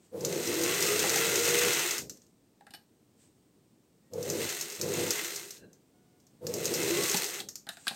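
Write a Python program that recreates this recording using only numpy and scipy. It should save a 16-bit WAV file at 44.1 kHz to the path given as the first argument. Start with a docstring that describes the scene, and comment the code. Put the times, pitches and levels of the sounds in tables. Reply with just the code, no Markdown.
"""In a quiet workroom a motor-driven sewing machine on a wooden table sews three short seams close by,
easing off once within the second. Uneven torque shakes table resonances into a growl; sine waves give
the hum and a whine that follows the speed. Noise through the casting's resonances rattles, and short
bursts of bright noise make the needle bar tick. Foot lifter, cloth and scissors click and rustle
as filtered noise, over a low room murmur."""
import sys
import numpy as np
from scipy import signal
from scipy.fft import rfft, irfft
from scipy.io import wavfile
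from scipy.ndimage import uniform_filter1d

SR = 44100
rng = np.random.default_rng(int(sys.argv[2]) if len(sys.argv) > 2 else 0)


def digitize_waveform(pressure):
    """Quantize a signal to 16-bit integers and store it at the path in sys.argv[1].

    Rows of a 2-D input are taken as channels; values are limited to [-1, 1].
    """
    field = np.atleast_2d(pressure).T
    bounded = np.clip(field, -1, 1)
    quanta = np.round(bounded * 32767).astype(np.int16)
    wavfile.write(sys.argv[1], SR, quanta)


def ratio(d):
    """dB to gain"""
    e = np.asarray(d, float) / 20
    return 10 ** e


N = 350595
T = np.arange(N) / SR  # time [s]

# colour of the room murmur: (frequency [Hz], relative level [dB])
MURMUR_COLOUR = [(25, -4), (70, -8.5), (140, -3.5), (300, -4.5), (430, -9.5), (550, -15.5), (1500, -28),
                 (8800, -29.5), (9500, -36), (15600, -32.5)]
MURMUR_DB = -65
# faint steady tones, a treadle squeak and a far hoot:
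# (start [s], end [s], frequency [Hz], level [dB], step from one overtone to the next [dB])
FAINT_TONES = [(4.028, 4.11, 1875, -79, -51), (5.936, 6.216, 725, -79, -6)]
# cloth dragged over the bed: (loudest time [s], level [dB], rise [s], fall [s])
CLOTH_DRAGS = [(.05, -70, 0.17, .05), (2.16, -69.5, .02, .1), (3.24, -64.5, .04, .06),
               (7.72, -59.5, 0.024, .5), (7.88, -60, 0.036, .15)]
# colour of the rustling cloth: (frequency [Hz], relative level [dB])
RUSTLE_COLOUR = [(1000, -13), (3000, -10.5), (5500, -11), (8400, 0.0), (9500, -17.5), (15000, -20.5)]
# lifter, hands and scissors on bed and table:
# (time [s], bright part [dB], ring [dB], thud [dB], plate modes relative to bright part [dB]), before fixed gains
KNOCKS = [(1.0403, -25, -40, -25, -6), (1.1568, -40.5, -28, -27, -1), (2.6079, -53, -56, -50, -6),
          (2.6671, -44, -44, -49, -3), (2.7065, -39.5, -59, -52, -1), (2.7374, -37, -42.5, -44, 13),
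          (2.7476, -34.5, -58, -70, 1), (5.569, -41, -70, -64, 2), (7.1437, -13.5, -42, -24, -2),
          (7.4027, -22, -43, -42, -10), (7.668, -38, -41, -42.5, -17), (7.6896, -20.5, -31.5, -39, -17),
          (7.77, -38, -43.5, -51, -6), (7.869, -22.5, -23, -36.5, -4), (7.8801, -12.5, -48, -50, -17),
          (7.9098, -42, -41, -33, -6)]
# resonances of the bed plate: (frequency [Hz], level [dB], time to fall 60 dB [s])
BED_MODES = [(1620, -3, .06), (2972, -2, .045), (4500, -10, .06), (5195, -5, .09), (8800, -10, .08),
             (11900, -2, .12)]
SCRAPE_HZ = 3900
# rough squeak of the mechanism as the second seam stops: (loudest time [s], level [dB], rise [s], fall [s])
SQUEAK_SWELL = (5.63, -60.5, .03, .04)
# resonances that colour the squeak, each used twice:
# (frequency [Hz], width of the first pass [Hz], level [dB])
SQUEAK_MODES = [(1590, 120, 0), (2740, 110, -7), (4050, 80, -7)]
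# the coasting machine catches and the table shudders: (time [s], level [dB])
HALTS = [(1.991, -44.5), (5.6, -51), (7.405, -52.5)]
# colour of the shudder: (frequency [Hz], relative level [dB])
SHUDDER_COLOUR = [(40, -7.5), (120, -1.5), (200, 0), (350, -0.5), (520, -4.5), (900, -25.5), (2000, -49.5)]
SHUDDER_RISE_S, SHUDDER_FALL_S = 0.04, 0.066
# treadle held down, twice within the second seam:
# (on [s], off [s], mains hum level [dB], table growl level [dB], slowing afterwards [Hz per s])
PRESSES = [(.112, 1.74, -56, -31.5, 799), (4.105, 4.5, -50, -32, 499), (4.775, 5.141, -51, -31.5, 591),
           (6.405, 7.09, -54, -31.5, 646)]
# speed is counted as the rate at which rotor slots pass
TOP_SPEED_HZ = 495.5
TAKE_UP_S, SPIN_UP_S, HALT_S, SWITCH_S = 0.03, 0.42, 0.04, 0.045
# single bright ticks, loud and faint: needle bar and hook while sewing,
# light handling clicks while the machine rests: (time [s], level before fixed cuts [dB])
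SINGLE_TICKS = [(0.2076, -35), (0.2487, -19.5), (0.3266, -31), (0.4737, -26), (0.6362, -21), (0.824, -18),
                (0.993, -20.5), (1.095, -19.5), (1.1586, -20.5), (1.3567, -18.5), (1.4533, -22),
                (1.7928, -25), (1.9088, -22), (1.981, -24.5), (2.0958, -29), (2.172, -52), (2.219, -54),
                (2.266, -59), (4.135, -38.5), (4.228, -31), (4.3, -23), (4.4918, -25), (4.6113, -24),
                (4.7, -33), (4.75, -34), (4.813, -20), (4.938, -27), (5.1065, -16.5), (5.254, -37),
                (5.3624, -32), (5.507, -30.5), (5.7307, -50), (6.201, -56), (6.268, -53.5), (6.4681, -26.5),
                (6.539, -24), (6.655, -20), (6.739, -22), (7.1129, -26), (7.17, -21), (7.2626, -29.5),
                (7.4875, -29), (7.5557, -30.5), (7.9454, -46)]
# colour of a tick: (frequency [Hz], relative level [dB])
TICK_COLOUR = [(900, -23.5), (1300, -15.5), (3200, -19.5), (4500, -5.5), (6400, 2), (7500, -3.5),
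               (10300, -19), (13000, -7), (15600, -22.5)]
SLOTS_PER_STROKE = 23.4  # the needle bar turns round twice a stitch
# light stroke ticks: level at top speed before the same cuts, random spread, power of speed
STROKE_DB, STROKE_SCATTER_DB, STROKE_SLOPE = -26.5, 4.5, 0.94
# casting resonances: (frequency [Hz], width [Hz], level [dB])
CASTING_MODES = [(1890, 14, 1), (2020, 70, 3.5), (2127, 46, 0.5), (2620, 180, -1), (4060, 120, -8),
                 (6200, 75, -4.5), (6540, 300, -12.5)]
# filters for the high rattle and the lower clatter of the gear: (frequency [Hz], gain [dB])
RATTLE_COLOUR = [(1470, -40.5), (2500, -11.5), (3270, -9), (4050, 5), (4540, 2.5), (6510, 5.5), (8780, 5.5),
                 (10600, -10.5), (12700, 1.5), (15600, -7)]
CLATTER_COLOUR = [(450, -27.5), (650, -9.5), (1010, -11), (1410, -5.5), (2070, -8), (3500, -8.5),
                  (4550, -29.5)]
# level at top speed, and the power of speed it grows with
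RATTLE_DB, RATTLE_SLOPE = -31.5, 1.326
CLATTER_DB, CLATTER_SLOPE = -33, 1.665
# resonances of the wooden table: (frequency [Hz], width before widening factors [Hz], level [dB])
TABLE_MODES = [(170, 60, -9), (269.5, 150, -6.5), (351, 54, 4), (402.8, 24, 6.5), (460.3, 42, 4),
               (526, 14, -16.5), (796, 70, -20.5)]
# broad rumble under the growl: (frequency [Hz], relative level [dB])
RUMBLE_COLOUR = [(40, -60.5), (150, 11.0), (300, 2), (900, -16.5), (1500, -25)]
STRAIN_DB, STRAIN_S = 4.5, 0.13  # extra growl of a motor starting under load; it peaks this long after the press
COAST_DB, COAST_SLOPE = -40.5, 1.2  # growl without current at top speed; power of speed
# difference between the channels: (frequency [Hz], left minus right [dB])
CHANNEL_COLOUR = [(700, 0), (1000, 0), (2400, 3), (3000, 0), (6000, 1), (8500, -1.5), (10500, 1)]
TOP_HZ = 15800


def unit(x):
    """Scale to rms 1."""
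    return x / np.sqrt(np.mean(x ** 2))


def colour(x, points):
    """Filter by (Hz, dB) points joined on a log frequency axis."""
    hz, db = np.transpose(points)
    f = np.maximum(np.fft.rfftfreq(N, 1 / SR), 1)
    gain = ratio(np.interp(np.log(f), np.log(hz), db))
    return irfft(rfft(x) * gain, N)


def noise(points):
    """Coloured noise of rms 1."""
    return unit(colour(rng.standard_normal(N), points))


def ring(x, hz, width):
    """Two-pole resonance, gain 1 at the centre."""
    return signal.lfilter(*signal.iirpeak(hz, hz / width, SR), x)


def walk(rate):
    """Slow random wander of rms 1: levels held for 1 / rate seconds, smoothed twice."""
    k = int(SR / rate)
    held = np.repeat(rng.standard_normal(N // k + 1), k)
    return unit(uniform_filter1d(uniform_filter1d(held, k), k)[:N])


def decays(times, db, t60):
    """Envelope that jumps at each time and falls 60 dB in t60 seconds."""
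    kicks = np.zeros(N)
    np.add.at(kicks, (np.asarray(times) * SR).astype(int), ratio(db))
    return signal.lfilter([1], [1, -np.exp(-np.log(1000) / (t60 * SR))], kicks)


def swell(s, db, rise, fall):
    """Envelope that peaks at s."""
    return ratio(db) * np.exp(-np.abs(T - s) / np.where(T < s, rise, fall))


def room_murmur():
    """Low room noise that wavers slowly, with a weak band lifted near 8.5 kHz."""
    murmur = ratio(MURMUR_DB) * noise(MURMUR_COLOUR)
    murmur *= ratio(0.8 * walk(3.0))
    return murmur + 0.5 * ring(murmur, 8500, 900)


def faint_tones():
    """Short wavering tones with overtones and soft ends."""
    out = np.zeros(N)
    for start, end, hz, db, step_db in FAINT_TONES:
        gate = np.clip(np.minimum(T - start, end - T) / 0.0072, 0, 1)
        level = gate * ratio(db + 3.4 * walk(9.5))
        phase = 2 * np.pi * np.cumsum(hz * (1 + 0.008 * walk(80))) / SR
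        out += level * sum(ratio(step_db * k) * np.sin((k + 1) * phase) for k in range(5))
    return out


def cloth():
    """Soft crackly rustle of dragged cloth: flickering noise, brightest around 8 kHz."""
    rustle = noise(RUSTLE_COLOUR)
    drag = sum(swell(*row) for row in CLOTH_DRAGS)
    return drag * ratio(2.8 * walk(40.0)) * rustle


def handling():
    """Knocks in four parts: bright scrape, the bed plate's modes, its lowest ring, thud of the table."""
    out = np.zeros(N)
    length = SR // 3
    grains = rng.standard_normal((len(KNOCKS), length))
    fade = np.exp(-np.log(1000) * T[:length] / 0.088)
    for (s, bright_db, ring_db, thud_db, plate_db), grain in zip(KNOCKS, grains):
        blow = grain * (fade ** 4 + 0.17 * fade)  # a sharp start over a weaker tail
        slow_blow = grain * fade
        scrape = 1.17 * ring(ring(blow, SCRAPE_HZ, 2100), SCRAPE_HZ, 3600)
        scrape += 0.4 * ring(ring(blow, 7200, 5000), 7200, 6000)
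        plate = np.zeros(length)
        for hz, db, t60 in BED_MODES:
            width = 2.2 / t60
            plate += ratio(db) * ring(blow, hz, width) / np.sqrt(width)
        low_ring = ring(ring(slow_blow, 1600, 320), 1000, 870)
        thud = ring(ring(slow_blow, 780, 180), 860, 600)
        thud += 0.65 * ring(ring(slow_blow, 210, 120), 210, 200.3)
        knock = ratio(bright_db) * scrape + ratio(bright_db + plate_db + 21) * plate
        knock += ratio(ring_db + 13.5) * low_ring + ratio(thud_db + 14.5) * thud
        i = int(s * SR)
        out[i:i + length] += knock[:N - i]
    return out


def walls(hits):
    """The walls' short answer: a fading noise tail that starts 6 ms after each hit."""
    tail = rng.standard_normal(SR // 2) * np.exp(-np.log(1000) * T[:SR // 2] / 0.24)
    tail[:int(0.006 * SR)] = 0
    return signal.fftconvolve(hits, ratio(-9.0) * tail / np.sqrt(np.sum(tail ** 2)))[:N]


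def squeak():
    """Uneven rubbing heard through three narrow resonances."""
    rub = rng.standard_normal(N) * ratio(4 * walk(90.0))
    tone = sum(ratio(db) * unit(ring(ring(rub, f, w), f, 2 * w)) for f, w, db in SQUEAK_MODES)
    return swell(*SQUEAK_SWELL) * tone


def shudder():
    """The low shake of the table as the machine stops: a brief swell of low noise."""
    shake = sum(swell(s + SHUDDER_RISE_S, db, SHUDDER_RISE_S, SHUDDER_FALL_S) for s, db in HALTS)
    return shake * noise(SHUDDER_COLOUR)


def current():
    """Each press of the treadle as a gate from 0 to 1 with short ramps."""
    return [np.clip(np.minimum(T - on, off - T) / SWITCH_S, 0, 1) for on, off, *_ in PRESSES]


def speed():
    """Under current the belt takes up and the rotor nears top speed; then it slows until it catches or is driven."""
    hz = np.zeros(N)
    for on, off, _, _, slowing in PRESSES:
        on, off = on + TAKE_UP_S, off - SWITCH_S / 2
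        gap = TOP_SPEED_HZ - hz[int(on * SR)]  # how far below top speed it starts

        def climb(s):
            """Speed s seconds into the scene, the gap closing exponentially."""
            return TOP_SPEED_HZ - gap * np.exp(-(s - on) / SPIN_UP_S)

        halt = min(s for s, _ in HALTS if s > off)
        coast = np.maximum(climb(off) - slowing * (T - off), 0)
        coast = coast * np.exp(-np.maximum(T - halt, 0) / HALT_S)
        powered = climb(np.minimum(T, off))
        hz = np.where(T < on, hz, np.where(T < off, powered, coast))
    return hz


def ticks(hz):
    """Each tick or light handling click is a short bright burst with a slower skirt; every stroke adds a tick."""
    strokes = np.cumsum(hz) / SR / SLOTS_PER_STROKE
    at = np.flatnonzero(np.diff(np.floor(strokes)))
    scatter = STROKE_SCATTER_DB * rng.standard_normal(len(at))
    stroke_db = STROKE_DB + scatter + 20 * STROKE_SLOPE * np.log10(hz[at] / TOP_SPEED_HZ)
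    s, db = np.transpose(SINGLE_TICKS)
    s, db = np.append(s, T[at]), np.append(db, stroke_db)
    envelope = decays(s, db - 6.0, 0.022) + decays(s, db - 14.5, 0.13)
    return envelope * noise(TICK_COLOUR)


def gear(hz):
    """Many small metal contacts, each a short scrape, sound through the casting, louder with speed."""
    hits = rng.random((1600, 2))  # random time and random strength
    jolts = 1 + decays(hits[:, 0] * T[-1], -4 - 1.167 * np.log(hits[:, 1]), 0.0082)
    raw = unit(jolts * rng.standard_normal(N))
    cast = unit(raw + 1.1 * sum(ratio(db) * ring(raw, f, w) for f, w, db in CASTING_MODES))
    pace = hz / TOP_SPEED_HZ
    rattle = ratio(RATTLE_DB + 0.41 * walk(22.0)) * pace ** RATTLE_SLOPE
    rattle *= unit(colour(cast, RATTLE_COLOUR))
    clatter = ratio(CLATTER_DB + 1.0 * walk(29.0)) * pace ** CLATTER_SLOPE
    clatter *= unit(colour(cast, CLATTER_COLOUR))
    return rattle + clatter


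def motor(hz):
    """Uneven torque rings the table; under power the windings hum and the rotor slots whine through it."""
    gates = current()
    held = sum(gates)
    pace = hz / TOP_SPEED_HZ
    hum_level = sum(g * ratio(row[2]) for g, row in zip(gates, PRESSES))
    hum = hum_level * ratio(1.5 * walk(21.0)) * np.sin(2 * np.pi * 100.0 * T)
    phase = 2 * np.pi * np.cumsum(hz * (1 + 0.006 * walk(40.0))) / SR
    slots = (held > 0) * ratio(-18.5 + 2.5 * walk(11.0)) * np.sin(phase)
    push = rng.standard_normal(N) * ratio(1.3 * walk(30.0)) + slots
    # a motor straining to start shakes mainly the upper table modes;
    # the lower ones join as it speeds up or coasts
    reach = np.where(held > 0, np.clip(hz / 300, 0.2, 1.3) ** 0.7, 2.2)
    growl = np.zeros(N)
    for f, w, db in TABLE_MODES:
        mode = ratio(db) * ring(ring(push, f, 1.37 * w), f, 2.06 * w)
        growl += mode * (reach if f < 430 else 1)
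    growl = unit(unit(growl) + ratio(-17.5) * noise(RUMBLE_COLOUR))
    driven = np.zeros(N)
    for gate, (on, _, _, db, _) in zip(gates, PRESSES):
        since = np.abs(T - on) / STRAIN_S
        driven += gate * ratio(db + STRAIN_DB * since * np.exp(1 - since))
    shake = np.hypot(driven, ratio(COAST_DB) * pace ** COAST_SLOPE)
    # three times the slot rate comes through the air, grows with speed and weakens without current
    whine = np.sin(3 * phase) * ratio(4.5 * walk(16))
    whine *= ratio(-42.0) * pace ** 2.4 * (0.6 + 0.35 * held)
    return shake * growl + np.sqrt(2) * hum + whine


def scene():
    """All sources, the walls' short answer and the room murmur, alike in both channels."""
    hz = speed()
    hits = ticks(hz) + handling()
    background = room_murmur() + faint_tones() + cloth() + walls(hits)
    machine = squeak() + shudder() + gear(hz) + motor(hz)
    mono = background + hits + machine
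    return np.array([mono, mono])


def band_limit(x):
    """A steep low-pass at the top of the band."""
    return signal.sosfilt(signal.butter(12, 16810, fs=SR, output="sos"), x)


def record(dry):
    """Two nearly identical channels that differ a little in colour, no deep bass and a steep top cut."""
    channels = []
    for x, sign in zip(dry, (1, -1)):
        channels.append(colour(x, [(f, sign * db / 2) for f, db in CHANNEL_COLOUR]))
    top_cut = signal.ellip(8, 0.2, 50, TOP_HZ, fs=SR, output="sos")
    mix = signal.sosfilt(top_cut, np.array(channels))
    mix = signal.lfilter(*signal.butter(2, 80.0, "high", fs=SR), mix)
    return band_limit(mix)


dry = scene()
out = record(dry)
digitize_waveform(out)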